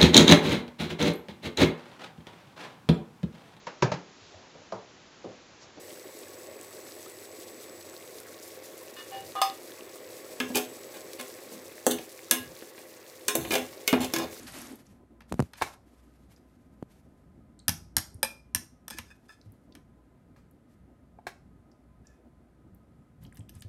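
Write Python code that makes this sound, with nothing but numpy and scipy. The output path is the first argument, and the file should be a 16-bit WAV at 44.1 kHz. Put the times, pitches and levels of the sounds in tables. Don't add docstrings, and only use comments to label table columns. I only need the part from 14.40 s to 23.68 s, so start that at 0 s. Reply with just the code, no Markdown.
import sys
import numpy as np
from scipy import signal
from scipy.fft import rfft, irfft, next_fast_len
from scipy.io import wavfile

SR = 44100
rng = np.random.default_rng(int(sys.argv[2]) if len(sys.argv) > 2 else 0)


def waveform_to_disk(signal):
    frames = np.transpose(np.atleast_2d(signal))
    scaled = np.clip(frames, -1, 1) * 32767
    samples = np.round(scaled).astype(np.int16)
    wavfile.write(sys.argv[1], SR, samples)


N = 409380
FFT_SIZE = next_fast_len(N)
HZ = np.maximum(np.fft.rfftfreq(FFT_SIZE, 1 / SR), 1)

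# f/Hz, level/dB (per Hz)
RUMBLE_SPECTRUM = [(15, -34.5), (25, -6), (64, 4), (161, 1.5), (220, 0.5), (290, -31.5), (480, -120)]
AIR_SPECTRUM = [(180, -27), (300, -2), (400, -3), (700, -4.5), (1000, -15.5), (1500, -13.5), (2100, -18.5),
                (2600, -23.5), (5600, -31), (9300, -29.5), (13000, -32), (14500, -51.5)]
RUB_SPECTRUM = [(88, -45.5), (150, -15), (194, -21.5), (230, 7.5), (284, 4.5), (454, -10.5), (600, -11.5),
                (900, -17.5), (1500, -50)]
RUSTLE_SPECTRUM = [(350, -34), (600, -5), (1380, -8.5), (1790, -7.5), (3100, -12), (10300, -15.5),
                   (11600, -13), (13700, -20.5), (15000, -46.5)]
CRACK_SPECTRUM = [(1180, -43.5), (2000, -9), (2980, -6.5), (3250, -3.5), (4390, -7), (5420, 0.5),
                  (7720, -9.5), (8430, -4.5), (10800, -3.5), (12800, -5), (15400, -21)]
FOIL_SPECTRUM = [(600, 0.5), (1530, 0.5), (2600, 0.5), (2930, -8.5), (4160, -8), (11100, -15.5),
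                 (15500, -23)]

# t/s, level/dB
RUMBLE_COURSE = [(0.0, -58), (0.393, -64), (3.36, -61), (8.14, -62), (9.28, -57)]
# f/Hz, width/Hz, level/dB
HUM_TONES = [(60.5, 0.97, -65), (243, 11, -75), (1018, 9.7, -81), (1253, 25, -81), (2040, 6, -93.5)]
# full from t/s, held/s, level/dB, dying t60/s
RUB_MOVES = [(0, 0.046, -51.5, 0.084), (.14, .22, -51, 0.08)]
# full from t/s, held/s, level/dB, dying t60/s
RUSTLE_MOVES = [(0, .27, -51, 0.47), (.475, 0.0035, -65, 0.29), (.9, 0.13, -65, 0.42),
                (1.185, 0.098, -54, 0.28), (1.48, 0.099, -72.5, 4.5), (1.92, 0.056, -71.5, 0.078),
                (2.51, 0.03, -72, 0.78), (4.72, 0.044, -74.5, 2.56), (6.3, 0.023, -76, 0.29),
                (7.66, 0.026, -75.5, 0.52), (8.83, 0.036, -69.5, 0.096), (8.95, 0.021, -70.5, 0.22),
                (9.14, 0.032, -70, 0.24)]
# t/s, level/dB, centre f/Hz
TICKS = [(0.067, -38, 2400), (0.115, -56, 11700), (0.122, -42, 8650), (0.2164, -36.5, 11100),
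         (0.467, -54, 6060), (1.209, -40, 4100), (1.962, -55, 5270), (3.191, -49, 7400), (3.191, -55, 4620),
         (3.199, -53.5, 3985), (3.7436, -46, 9570), (5.0133, -51.5, 4720), (5.12, -53.5, 11400),
         (5.323, -49.5, 4060), (6.11, -57.5, 11560), (7.315, -56, 5330), (7.6693, -47.5, 6400),
         (8.3474, -58, 12400), (8.836, -52, 12500), (8.85, -49, 2930), (8.865, -57, 5500),
         (8.924, -51, 1770), (8.926, -57.5, 8600), (8.9456, -53.5, 12000), (8.953, -55, 3030),
         (8.957, -52, 12500), (8.9935, -51.5, 8600), (9.0059, -50.5, 2960), (9.089, -52, 3000),
         (9.145, -60, 6000), (9.1517, -49.5, 9570), (9.189, -57, 12000), (9.197, -52, 8300),
         (9.207, -47, 8360)]
# start t/s, length/s, ticks (rounded down), mean level/dB
FUMBLING = [(0.00097, 0.36, 12.4, -43.5)]
# f/Hz, t60/s
ROOM_T60 = [(100, 0.46), (500, 0.36), (2000, 0.24), (6000, 0.36), (14000, 0.069)]
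# t/s, crack level/dB, knock level/dB, knock centre f/Hz,
# table thud level/dB, glass ring level/dB, rebound after/s, loss at the rebound/dB,
# two rings of the arm that shift with the grip f/Hz, f/Hz
CONTACTS = [(0.8058, -56.5, -36.5, 1500, -59, -80, 0.012, 6, 5170, 6340),
            (1.134, -47, -31, 2040, -76, -58, 0.02, 19, 5100, 6200),
            (3.2816, -12.5, -20, 1270, -28.5, -48, 0.011, 7.5, 5030, 6100),
            (3.5672, -12.5, -21.5, 1015, -36.5, -50, .0152, 10.5, 5500, 6690),
            (3.8299, -14, -22.5, 860, -49, -30.5, .017, 12.5, 8900, 11020),
            (4.1483, -15.5, -24.5, 1480, -36.5, -62, 0.011, 10, 5600, 6040),
            (4.481, -31, -34, 876, -65.5, -66.5, 0.022, 28, 3480, 5600),
            (4.5019, -35.5, -37, 1055, -52.5, -57.5, 0.0053, -3.5, 3410, 5100),
            (4.5854, -29.5, -23, 1450, -48, -62, 0.011, 25, 1320, 1775),
            (5.3519, -46, -37.5, 1466, -55, -73.5, 0.013, 27, 5200, 6300),
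            (8.971, -47, -47.5, 1793, -65, -82, 0.0044, 10, 6000, 7900),
            (9.0933, -41.5, -54, 2500, -47.5, -84, 0.0057, 15, 3020, 6100),
            (9.221, -43.5, -37.5, 2800, -60, -79, 0.011, 25, 4450, 5700)]
# f/Hz, level/dB, t60/s
CLANK_MODES = [(1737, -7, 0.048), (2936, -14.5, .03), (3330, -10.5, 0.012), (4000, -14, 0.035),
               (8437, -2, .02), (9330, -1, 0.017), (10260, -2, 0.018), (11400, 1, .02), (12550, -4, .018),
               (13000, -0.5, 0.02)]
BOWL_MODES = [(544, -1, 0.1), (860, 1.5, 0.041), (1626, -9.5, 0.066), (2330, -8.5, 0.22),
              (2410, -6.5, 0.34), (2550, -6.5, 0.22), (3570, -5.5, 0.16), (3990, -9.5, 0.15),
              (5030, -1, 0.1), (8170, -3, .09)]
TABLE_MODES = [(95, 0.5, 0.073), (163, -10.5, 0.15), (227.3, -2.5, 0.13), (319, -11.5, 0.099)]
PAN_MODES = [(359.8, -9.5, 0.044), (712, 0, 0.039), (864, -1.5, 0.045), (1070, -1, 0.029),
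             (1630, -2, 0.037), (2280, -7.5, 0.055), (3640, -18, 0.053), (4220, -14.5, .03)]
STEEL_MODES = [(1326, -9, 0.13), (1716, 3, 0.09), (2523, -2.5, 0.063), (3560, -13, 0.069),
               (5100, -13.5, 0.057), (6400, -22, 0.04), (8500, -26.5, 0.038)]
# t/s, swing level/dB, settled pitch f/Hz, swing t60/s, tick level/dB
BUMPS = [(0.915, -30, 237.3, 0.17, -75), (0.9234, -11, 154, 0.012, -17.5), (0.941, -18, 120, 0.018, -28.5),
         (0.9937, -10.5, 183, 0.045, -24.5), (1.002, -9.5, 175, 0.023, -18.5),
         (1.024, -19, 115, 0.035, -29), (2.4262, -19, 221, 0.015, -40.5), (3.75, -35, 88, 0.092, -74.5),
         (4.547, -43.5, 325, 0.092, -80), (5.06, -43, 104, 0.29, -88.5), (8.991, -37, 107, 0.2, -90.5),
         (9.158, -38, 93, 0.12, -94), (9.249, -35.5, 106.5, 0.16, -87)]
# t/s, level/dB, treble against the usual/dB, base t60/s
DROPS = [(1.2135, -12, -16, 0.065), (1.22, -11.5, 0, 0.056), (5.962, -55, 3.5, 0.23),
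         (6.787, -29.5, -33.5, 0.085), (6.868, -26, 2.5, 0.082)]
# start t/s, length/s, level/dB, brightness/dB per octave about 2 kHz
SLIDES = [(4.501, 0.08, -66.5, 9), (4.571, 0.024, -63.5, 9), (4.656, 0.089, -79.5, 9),
          (4.702, 0.026, -64.5, 1), (4.882, 0.086, -77.5, 10), (4.891, 0.02, -59, -0.8),
          (7.645, .18, -85.5, 2), (9.15, 0.034, -78, 10.5)]

AIR_DB = -70
GRIP_DB = -64.5
ONSET_S = 0.026
ROOM_DB, RING_TO_ROOM_DB = -10, -4.5
CRACK_T60_S, REBOUND_T60_S = 0.049, 0.057
LIGHT_SHORTENS = 0.12
CLANK_DB, CLANK_FOLLOWS = -6, 1.145
ARM_DB, ARM_T60_S = -4.5, 0.038
WAVER_DB, WAVER_PER_S = 3.5, 130
SPLIT = 0.015
STIFFEN_CYCLES = 3.223
TOP_STOP_HZ = 17100


def from_db(db):
    return 10 ** (np.asarray(db) / 20)


def rms_one(x):
    return x / np.sqrt(np.mean(x ** 2) + 1e-20)


def at_hz(points, hz):
    table_hz, values = np.transpose(points)
    return np.interp(np.log(hz), np.log(table_hz), values)


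def filtered(x, low_hz, high_hz):
    return signal.sosfilt(signal.butter(2, [low_hz, high_hz], "band", fs=SR, output="sos"), x)


def coloured(spectrum, grain_db=0., per_s=3000.):
    hits = rng.random(N) < per_s / SR
    grains = hits * from_db(grain_db * np.minimum(rng.exponential(1, N), 4))
    source = rng.standard_normal(N) * (4.5 + np.sign(grain_db) * grains)
    shaped = rfft(source, FFT_SIZE) * from_db(at_hz(spectrum, HZ))
    return rms_one(irfft(shaped, FFT_SIZE)[:N])


def drift(rate):
    knots = rng.standard_normal(1500)
    return np.interp(np.arange(N) / SR * rate, np.arange(len(knots)), knots)


def decay(t, db, t60, rise_s):
    return from_db(db - 60 * t / t60) * (1 - np.exp(-t / rise_s))


def bursts(times, dbs, t60s, rise_s):
    out, t = np.zeros(N + SR // 4), np.arange(SR // 4) / SR
    for s, db, t60 in zip(times, dbs, t60s):
        i = round(s * SR)
        out[i:i + len(t)] += decay(t, db, max(t60, .004), rise_s)
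    return out[:N]


def puffs(times, dbs, centres_hz, t60s, rise_s, octaves):
    out, t = np.zeros(N + 4096), np.arange(4096) / SR
    whites = rng.standard_normal((len(times), len(t)))
    for s, db, hz, t60, white in zip(times, dbs, centres_hz, t60s, whites):
        puff = rms_one(filtered(white, hz / 2 ** octaves, min(hz * 2 ** octaves, .45 * SR)))
        i = round(s * SR)
        out[i:i + len(t)] += puff * decay(t, db, max(t60, .004), rise_s)
    return out[:N]


def ring(force, hz, t60):
    r, w = from_db(-60 / (t60 * SR)), 2 * np.pi * hz / SR
    return signal.lfilter([0, np.sin(w)], [1, -2 * r * np.cos(w), r * r], force + 1e-18)


def pair(force, hz, t60):
    t60 = max(t60, .01)
    return ring(force, hz, t60) + 0.4 * ring(force, hz * (1 + SPLIT), t60)


def struck(modes, times, dbs, spread_db, tilts_db=0):
    at, out = np.round(times * SR).astype(int), np.zeros(N)
    spread = rng.standard_normal((len(at), len(modes)))
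    for k, (hz, level_db, t60) in enumerate(modes):
        force = np.zeros(N)
        tilt_db = tilts_db * np.log2(hz / modes[0][0])
        force[at] = from_db(dbs + level_db + spread_db * spread[:, k] + tilt_db)
        out += pair(force, hz, t60) * (-1) ** k
    return out


def movements(rows):
    t, out = np.arange(N) / SR, np.zeros(N)
    for s, held, db, t60 in rows:
        swell = np.clip((t - s) / ONSET_S + 1, 0, 1)
        out += swell * from_db(db - 60 * np.maximum(t - s - held, 0) / t60)
    return out


def rumble():
    course_db = np.interp(np.arange(N) / SR, *np.transpose(RUMBLE_COURSE))
    return from_db(course_db + 3.5 * drift(7.8)) * coloured(RUMBLE_SPECTRUM)


def room_air():
    return from_db(AIR_DB + 0.24 * drift(2.2)) * coloured(AIR_SPECTRUM)


def hum():
    white = rng.standard_normal(N)
    return sum(from_db(db) * rms_one(ring(white, hz, 2.5 / width)) for hz, width, db in HUM_TONES)


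def rubbing():
    strength = movements(RUB_MOVES) + from_db(GRIP_DB)
    return strength * from_db(4.3 * drift(30)) * coloured(RUB_SPECTRUM)


def rustle():
    grains = coloured(RUSTLE_SPECTRUM, grain_db=7.0, per_s=900.0)
    return movements(RUSTLE_MOVES) * from_db(4.0 * drift(50)) * grains


def ticks():
    faint = []
    for s, length, count, db in FUMBLING:
        for when, size, pitch in rng.random((int(count), 3)):
            faint.append((s + length * when, db + 10.0 * (size - .5), 4000 * 2 ** (1.7 * pitch)))
    s, db, hz = np.transpose(list(TICKS) + faint)
    return puffs(s, db, hz, np.full(len(s), .016), .0004, octaves=0.22)


def kitchen(x):
    t, tail = np.arange(SR) / SR, 0
    for hz in 62.5 * 2. ** np.arange(8):
        octave = filtered(rng.standard_normal(SR), hz, 2 * hz)
        tail = tail + octave * from_db(-60 * t / at_hz(ROOM_T60, 1.1 * hz))
    tail = tail * (1 - np.exp(-(t / 0.00037) ** 2))
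    return from_db(ROOM_DB) * signal.fftconvolve(x, tail / np.sqrt(np.sum(tail ** 2)))[:N]


def arm(times, dbs, pitches_hz):
    out, click = np.zeros(N + 4096), np.arange(4096) == 0
    for s, db, hz in zip(times, dbs, pitches_hz):
        i = round(s * SR)
        out[i:i + len(click)] += from_db(db) * pair(click, hz, ARM_T60_S)
    return out[:N]


def tongs():
    s, crack_db, knock_db, knock_hz, thud_db, glass_db, rebound_s, loss_db, *arm_hz = np.transpose(CONTACTS)
    shortening = from_db(LIGHT_SHORTENS * (crack_db - crack_db.max()))
    t60 = np.outer([CRACK_T60_S, REBOUND_T60_S], shortening).ravel()

    s = np.append(s, s + rebound_s)
    knock_hz, arm_hz = np.tile(knock_hz, 2), np.tile(arm_hz, 2)
    crack_db = np.append(crack_db, crack_db - loss_db)
    knock_db = np.append(knock_db, knock_db - .6 * loss_db)
    thud_db = np.append(thud_db, thud_db - .4 * loss_db)
    glass_db = np.append(glass_db, glass_db - .7 * loss_db)

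    snap = bursts(s, crack_db - 2.0, np.full(len(s), .005), 0.00011)
    body = bursts(s, crack_db - 14.5, t60, 0.0003)
    crack = (snap + body) * coloured(CRACK_SPECTRUM, grain_db=3.0, per_s=2900.0)
    knock = puffs(s, knock_db - 4.0, knock_hz, .8 * t60, 0.0023, octaves=1.0)
    thud = struck(TABLE_MODES, s + 0.004, thud_db, spread_db=3.0)

    clank_db = CLANK_DB + CLANK_FOLLOWS * crack_db
    steel = struck(CLANK_MODES, s, clank_db, spread_db=1.8)
    steel = steel + sum(arm(s, clank_db + ARM_DB, hz) for hz in arm_hz)
    glass = struck(BOWL_MODES, s, glass_db, spread_db=1.1) * from_db(WAVER_DB * drift(WAVER_PER_S))
    return crack + knock + thud, steel + glass


def bumps():
    out, t = np.zeros(N + SR // 8), np.arange(SR // 8) / SR
    for s, db, hz, t60, tick_db in BUMPS:
        cycles = hz * t + STIFFEN_CYCLES * from_db(db) * (1 - np.exp(-t / 0.00048))
        i = round(s * SR)
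        out[i:i + len(t)] += decay(t, db, max(t60, .005), 0.0006) * np.sin(2 * np.pi * cycles)
    s, db, hz, t60, tick_db = np.transpose(BUMPS)
    jolt = bursts(s, db - 10.5, 2.0 * t60, 0.011) * rms_one(filtered(rng.standard_normal(N), 61.3, 181))
    dry_noise = rms_one(filtered(rng.standard_normal(N), 600, 10500))
    dry_ticks = bursts(s, tick_db, np.full(len(s), .007), 0.0023) * dry_noise
    return out[:N] + jolt + dry_ticks


def pan():
    s, db, treble_db, t60 = np.transpose(DROPS)
    body = struck(PAN_MODES, s, db - 11.0, spread_db=3.0, tilts_db=0.28 * treble_db)
    crunch = bursts(s, db + treble_db - 14.0, 1.1 * t60, 0.00035)
    lingering = bursts(s, db + treble_db - 31.5, 2.1 * t60, 0.0019)
    return (crunch + lingering) * coloured(FOIL_SPECTRUM, grain_db=7.0, per_s=540.0), body


def sliding():
    slips = (rng.random(N) < 2500. / SR) * rng.standard_normal(N) * from_db(2.5 * drift(50))
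    t = np.arange(N) / SR
    s, length, db, tilt = np.transpose(SLIDES)
    progress = np.clip((t - s[:, None]) / length[:, None], 0, 1)
    strokes = np.sin(np.pi * progress ** 0.45) * slips
    rings = np.zeros(N)
    for hz, level_db, t60 in STEEL_MODES:
        force = from_db(level_db + db + tilt * np.log2(hz / 2000)) @ strokes
        rings += pair(force, hz, t60)
    grit = filtered(from_db(db + 2.3 * tilt + 7.5) @ strokes, 1500, 9000)
    return rings + grit


def scene():
    clack_noise, clack_rings = tongs()
    drop_noise, drop_rings = pan()
    noises = ticks() + clack_noise + drop_noise + sliding()
    rings = clack_rings + drop_rings
    room = kitchen(noises + from_db(RING_TO_ROOM_DB) * rings)
    background = rumble() + room_air() + hum() + rubbing() + rustle()
    return (background + noises + rings + room + bumps())[None]


def record(dry):
    bass_cut = signal.sosfilt(signal.butter(2, 40, "high", fs=SR, output="sos"), dry)
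    return signal.sosfilt(signal.cheby2(12, 70, TOP_STOP_HZ, fs=SR, output="sos"), bass_cut)


dry = scene()
out = record(dry)
waveform_to_disk(out)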